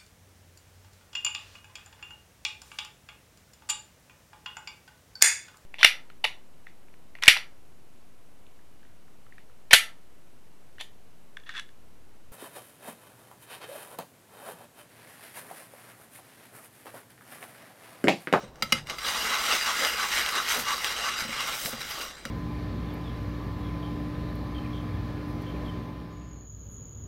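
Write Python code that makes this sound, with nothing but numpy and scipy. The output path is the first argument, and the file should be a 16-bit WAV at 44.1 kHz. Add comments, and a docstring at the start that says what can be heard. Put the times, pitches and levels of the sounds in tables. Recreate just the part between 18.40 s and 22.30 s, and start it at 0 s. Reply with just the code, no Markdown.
"""A mittened hand scrubs a metal pan with a lump of coarse snow, to and fro, on a hot stove in a tent.
Over a low stove rumble the lump scrapes faintly, the stove top thuds, hard crystals crack and the pan knocks
on the stove, twice hard and then more softly, with a faint last knock near the end. Then meltwater hisses and
ice grains rasp in earnest: random slips excite the pan, bright on pushes, hollow on pulls. Cracks and thuds
recur as filtered noise bursts and decaying modes; the rasp fades as the lump wears away."""
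import sys
import numpy as np
from scipy import signal
from scipy.fft import rfft, irfft, next_fast_len
from scipy.io import wavfile
from scipy.ndimage import uniform_filter1d, map_coordinates

SR = 44100
rng = np.random.default_rng(int(sys.argv[2]) if len(sys.argv) > 2 else 0)


def pcm_store(signal):
    """Save signal as 16-bit PCM."""
    levels = np.round(np.clip(np.atleast_2d(signal), -1, 1) * 32767)
    wavfile.write(sys.argv[1], SR, levels.astype(np.int16).T)


N = 171990
T = np.arange(N) / SR  # time in s


def amp(db):
    """Logarithmic level: decibels to amplitude gain."""
    return 10 ** (np.asarray(db) / 20)


def unit(x):
    """Normalisation: scale to rms 1."""
    return x / np.sqrt(np.mean(x ** 2) + 1e-20)


def level_curve(rows):
    """Envelope: gain per sample, interpolated in dB between (start_s, level_db) points."""
    return amp(np.interp(T, *np.transpose(rows)))


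def swells(rows):
    """Energy summation: bell-shaped strokes (centre_s, half_length_s, level_db) add in power."""
    power = sum(amp(db) ** 2 * np.exp(-((T - centre) / half) ** 2) for centre, half, db in rows)
    return np.sqrt(power)


def wobble(knots_per_s):
    """Random modulation: a smooth curve through Gaussian knots."""
    return map_coordinates(rng.standard_normal(4096), [T * knots_per_s], mode="wrap")


def spectrum_db(points, hz):
    """Spectral envelope: (frequency_hz, level_db) points joined on a logarithmic frequency axis."""
    f, db = np.transpose(points)
    return np.interp(np.log(hz + 1), np.log(f), db)


def coloured(x, db_of):
    """Minimum-phase filtering: folding the cepstrum makes a causal filter with gain db_of(hz)."""
    m = 2 * next_fast_len(len(x))
    log_gain = np.log(amp(db_of(np.fft.rfftfreq(m, 1 / SR))))
    cepstrum = irfft(log_gain, m)
    cepstrum[1:m // 2] *= 2
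    cepstrum[m // 2 + 1:] = 0
    response = np.exp(rfft(cepstrum))
    return irfft(rfft(x, m) * response, m)[:len(x)]


def add(track, start_s, level_db, hit):
    """Superposition: mix a hit into the track; level_db is its rms level over the first 20 ms."""
    hit = hit / np.sqrt(np.mean(hit[:SR // 50] ** 2))
    part = track[round(start_s * SR):][:len(hit)]
    part += amp(level_db) * hit[:len(part)]


# low rumble of the stove, spectral envelope: frequency_hz [Hz], level_db [dB, relative]
RUMBLE_COLOUR = [(20, -8), (55, 2), (95, -12.5), (145, -10), (400, -11.5), (1000, -16), (15000, -57)]


def rumble():
    """Broadband noise: steady random pressure, shaped by a low-heavy spectrum, rms 1."""
    noise = rng.standard_normal(N)
    return unit(coloured(noise, lambda hz: spectrum_db(RUMBLE_COLOUR, hz)))


# resonances of the pan: frequency_hz [Hz], width_hz [Hz], height_db [dB, before scaling by ring]
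PAN_RESONANCES = [(837, 62, 7), (1136, 59, 5), (1323, 357, 8), (1529, 46, 8), (2070, 252, 10.5),
                  (2847, 42, 14.5), (3125, 660, 9.5), (3917, 276, 14), (4872, 143, 17), (5590, 153, 15.5),
                  (6224, 430, 11.5), (7363, 270, 9.5), (8330, 337, 10), (9380, 280, 6.5), (10340, 66, 9.5),
                  (11580, 127, 13), (12600, 250, 7), (13900, 310, 6.5)]


def pan_db(hz, ring):
    """Resonance: Lorentzian peaks of the pan in dB; ring scales their height."""
    peaks = sum((amp(abs(db)) ** 2 - 1) / (1 + (2 * (hz - f) / width) ** 2)
                for f, width, db in PAN_RESONANCES)
    return ring * 10 * np.log10(1 + peaks)


GRAINS_PER_S = 9000
JUDDER_DB, JUDDER_KNOTS_PER_S = 1.4, 45
CRUMBLE_DB, CRUMBLE_KNOTS_PER_S = 1, 350


def grains(colour, ring, spread_db=3.5, patchy_db=2.5):
    """Stick-slip friction: random ice-grain slips in juddering clumps excite the pan, rms 1."""
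    happens = rng.random(N) < GRAINS_PER_S / SR
    slips = happens * rng.choice([-1, 1], N) * amp(spread_db * rng.standard_normal(N))
    judder = JUDDER_DB * wobble(JUDDER_KNOTS_PER_S)
    crumble = CRUMBLE_DB * wobble(CRUMBLE_KNOTS_PER_S)
    slips = slips * amp(judder + crumble)
    # the colour drifts as the lump changes place: smooth random gains over frequency and time
    z = signal.stft(slips, nperseg=512)[2]
    patches = uniform_filter1d(rng.standard_normal(z.shape), size=4, axis=0)
    patches = uniform_filter1d(patches, size=10, axis=1)
    slips = signal.istft(z * amp(patchy_db * unit(patches)), nperseg=512)[1][:N]
    return unit(coloured(slips, lambda hz: spectrum_db(colour, hz) + pan_db(hz, ring)))


# steady rub between the strokes: start_s [s], level_db [dB]
CONTACT = [(0, -51), (.04, -48), (.12, -69), (.3, -46), (.38, -37.5), (.45, -62), (.5, -35.5), (.57, -46.5),
           (.65, -31), (1.35, -31), (2.03, -33.5), (2.23, -37.5), (2.65, -32.5), (2.87, -36.5),
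           (2.95, -32.5), (3.375, -41), (3.66, -38), (3.745, -49.5), (3.9, -48)]
# the lump grinds low when pressed hard: centre_s [s], level_db [dB]
GRINDS = [(.04, -51.5), (0.191, -53.5), (.53, -46), (.815, -48), (1.126, -37.5), (1.435, -38),
          (2.18, -40.5), (3.1, -48), (3.27, -42.5), (3.62, -44.5)]
# pushes of the lump: centre_s [s], half_length_s [s], level_db [dB]
PUSHES = [(.69, 0.021, -32.5), (.83, 0.034, -33), (1.12, 0.057, -26.5), (1.44, 0.061, -27.5),
          (1.768, 0.035, -25), (2.118, 0.046, -27.5), (2.468, 0.046, -30.5), (2.8, 0.017, -30),
          (3.415, 0.0079, -34), (3.51, 0.024, -35.5), (3.615, 0.0074, -34)]
# pulls, hollow under the cupped mitten: centre_s [s], level_db [dB]
PULLS = [(0.934, -27), (1.1, -33.5), (1.286, -25.5), (1.618, -27.5), (1.973, -27.5), (2.115, -32.5),
         (2.31, -27), (2.666, -29), (3.004, -32.5), (3.098, -33.5)]
# spectral envelopes of rub, grind, push (also of cracks) and pull: frequency_hz [Hz], level_db [dB, relative]
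RUB_COLOUR = [(60, -50), (230, 0), (310, -11.5), (450, -1), (800, -3.5), (1200, 0), (2000, -2),
              (5000, -10.5), (10000, -15), (15500, -30)]
GRIND_COLOUR = [(90, -33), (220, -14), (600, -4.5), (3000, -42.5)]
PUSH_COLOUR = [(200, -13.5), (1100, -3), (1700, 2), (5700, -10.5), (15500, -14.5)]
PULL_COLOUR = [(200, -48), (650, -19.5), (1130, -4), (1900, -13.5), (15500, -33.5)]
GRIND_HALF_S, PULL_HALF_S = 0.031, 0.03


def scrubbing():
    """Source-filter principle: grain friction, coloured as steady rub, grind, push and pull."""
    grind_gain = swells([(centre, GRIND_HALF_S, db) for centre, db in GRINDS])
    pull_gain = swells([(centre, PULL_HALF_S, db) for centre, db in PULLS])
    rub = level_curve(CONTACT) * grains(RUB_COLOUR, ring=1.04)
    grind = grind_gain * grains(GRIND_COLOUR, ring=0.18)
    push = swells(PUSHES) * grains(PUSH_COLOUR, ring=1.0)
    pull = pull_gain * grains(PULL_COLOUR, ring=1.0)
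    return rub + grind + push + pull


WAVER_HZ = 16  # line width of the loose stove top


def phase_waver(length):
    """Phase diffusion: a random walk of phase broadens a spectral line."""
    return np.cumsum(rng.standard_normal(length)) * np.sqrt(2 * np.pi * WAVER_HZ / SR)


# thuds of the stove top under the pan: start_s [s], level_db [dB]
THUDS = [(.033, -43), (.072, -57), (0.227, -38.5), (0.324, -31.5), (2.175, -41.5), (2.818, -43.5),
         (2.849, -41), (2.889, -41.5), (3.251, -41), (3.329, -38.5), (3.855, -40)]
# modes of the stove top: frequency_hz [Hz], level_db [dB, relative], t60_s [s]
STOVE_MODES = [(110.9, -16, 0.94), (143.3, -7, 0.75), (221.3, 6.5, 0.13), (532.3, 3.5, 0.098)]


def stove_thuds():
    """Modal decay: the loose sheet-metal top rings low and unevenly when the pan rocks on it."""
    out, t = np.zeros(N), T[:SR // 2]
    onset = 1 - np.exp(-t / 0.0016)
    for start_s, level_db in THUDS:
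        ring = np.zeros(len(t))
        for hz, mode_db, t60 in STOVE_MODES:
            phase = 2 * np.pi * (hz * t + rng.random()) + phase_waver(len(t))
            ring += amp(mode_db - 60 * t / t60) * np.sin(phase)
        add(out, start_s, level_db, ring * onset)
    return out


# cracks of hard crystals: start_s [s], level_db [dB]
CRACKS = [(0.157, -57), (.471, -45.5), (1.449, -30), (1.862, -31.5), (1.889, -31.5), (1.954, -35.5),
          (2.198, -37), (2.307, -35.5), (2.445, -28.5), (3.007, -37), (3.259, -34), (3.853, -37.5)]
SNAP_T60_S = 0.005
CRUMBS_DB, CRUMBS_T60_S = -9, 0.063  # level relative to the snap


def cracks():
    """Brittle fracture: a hard crystal snaps on the pan as a brief noise burst, then scatters crumbs."""
    out, t = np.zeros(N), T[:SR // 8]
    for start_s, level_db in CRACKS:
        snap = amp(-60 * t / SNAP_T60_S)
        crumbs = amp(CRUMBS_DB - 60 * t / CRUMBS_T60_S)
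        burst = rng.standard_normal(len(t)) * (snap + crumbs)
        crack = coloured(burst, lambda hz: spectrum_db(PUSH_COLOUR, hz) + pan_db(hz, ring=1.0))
        add(out, start_s, level_db, crack)
    return out


# pan knocks on the stove: start_s [s], level_db [dB], landing [0 on edge to 1 flat], rattle_t60_s [s]
KNOCKS = [(0.2232, -25, 0.06, 0.041), (0.3228, -18.5, 0.88, 0.033), (.498, -34.5, 1, 0.05),
          (0.584, -35.5, 0.2, 0.084), (3.854, -44, 0, 0.047)]
# modes that a knock sets ringing: frequency_hz [Hz], edge_db [dB, relative], flat_db [dB, relative]
KNOCK_MODES = [(1318, 1, -10), (2088, -3, 1.5), (2897, -22, 5), (3960, -11, -5), (4790, -1.5, -8),
               (10445, -22, -15.5), (14100, -12, -23)]
# spectral envelope of the strike and rattle: frequency_hz [Hz], level_db [dB, relative]
KNOCK_COLOUR = [(100, -31), (750, -3.5), (1300, -3.5), (2600, -0.5), (6000, -11), (15500, -19)]
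STRIKE_T60_S = 0.009
RATTLE_DB = 8.5  # starting level relative to the strike
RING_DB, RING_T60_S = -1, 0.08  # level relative to strike and rattle together


def knocks():
    """Impact excitation: a hard strike and short rattle; how the pan lands weights the ringing modes."""
    out, t = np.zeros(N), T[:SR // 3]
    onset = 1 - np.exp(-t / 0.00044)
    for start_s, level_db, landing, rattle_t60 in KNOCKS:
        envelope = amp(-60 * t / STRIKE_T60_S) + amp(RATTLE_DB - 60 * t / rattle_t60)
        force = rng.standard_normal(len(t)) * envelope
        strike = coloured(force, lambda hz: spectrum_db(KNOCK_COLOUR, hz) + pan_db(hz, ring=1.0))
        ring = np.zeros(len(t))
        for hz, edge_db, flat_db in KNOCK_MODES:
            mode_db = edge_db + landing * (flat_db - edge_db)
            phase = 2 * np.pi * (hz * t + rng.random())
            ring += amp(mode_db - 60 * t / RING_T60_S) * np.sin(phase)
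        add(out, start_s, level_db, (unit(strike) + amp(RING_DB) * unit(ring)) * onset)
    return out


# meltwater hiss: start_s [s], level_db [dB]
SIZZLE = [(.45, -70), (.68, -41.5), (2.05, -45), (2.2, -33.5), (2.24, -44), (2.87, -54), (3.27, -34),
          (3.38, -50.5), (3.63, -44), (3.76, -64)]
# spectral envelope of the hiss: frequency_hz [Hz], level_db [dB, relative]
STEAM_COLOUR = [(500, -47), (3000, -5.5), (15500, -0.5)]


def meltwater():
    """Shot noise: water spits and fizzes on the hot metal, in spikier grains than the rub."""
    return level_curve(SIZZLE) * grains(STEAM_COLOUR, ring=0.63, spread_db=5.0)


def tent_echo(x):
    """Diffuse reverberation: decaying noise as the short, soft echo of heat shield and canvas."""
    t = T[:SR // 3]
    decay = amp(-60 * t / 0.13)  # t60 of 0.13 s
    tail = rng.standard_normal(len(t)) * decay * (1 - np.exp(-t / 0.013))
    return signal.fftconvolve(x, tail / np.linalg.norm(tail))[:N]


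RUMBLE_DB, ECHO_DB = -52.5, -12.5


def scene():
    """Linear superposition: all sounds of the pan, their echo in the tent and the stove's rumble."""
    pan = scrubbing() + stove_thuds() + cracks() + knocks() + meltwater()
    return (pan + amp(ECHO_DB) * tent_echo(pan) + amp(RUMBLE_DB) * rumble())[None]


TOP_HZ = 15900  # band limit


def record(dry):
    """Band limitation: no spectral component is kept from the band limit upward."""
    m = next_fast_len(N + SR // 2)
    passed = np.fft.rfftfreq(m, 1 / SR) < TOP_HZ
    return irfft(rfft(dry, m) * passed, m)[:, :N]


dry = scene()
out = record(dry)
pcm_store(out)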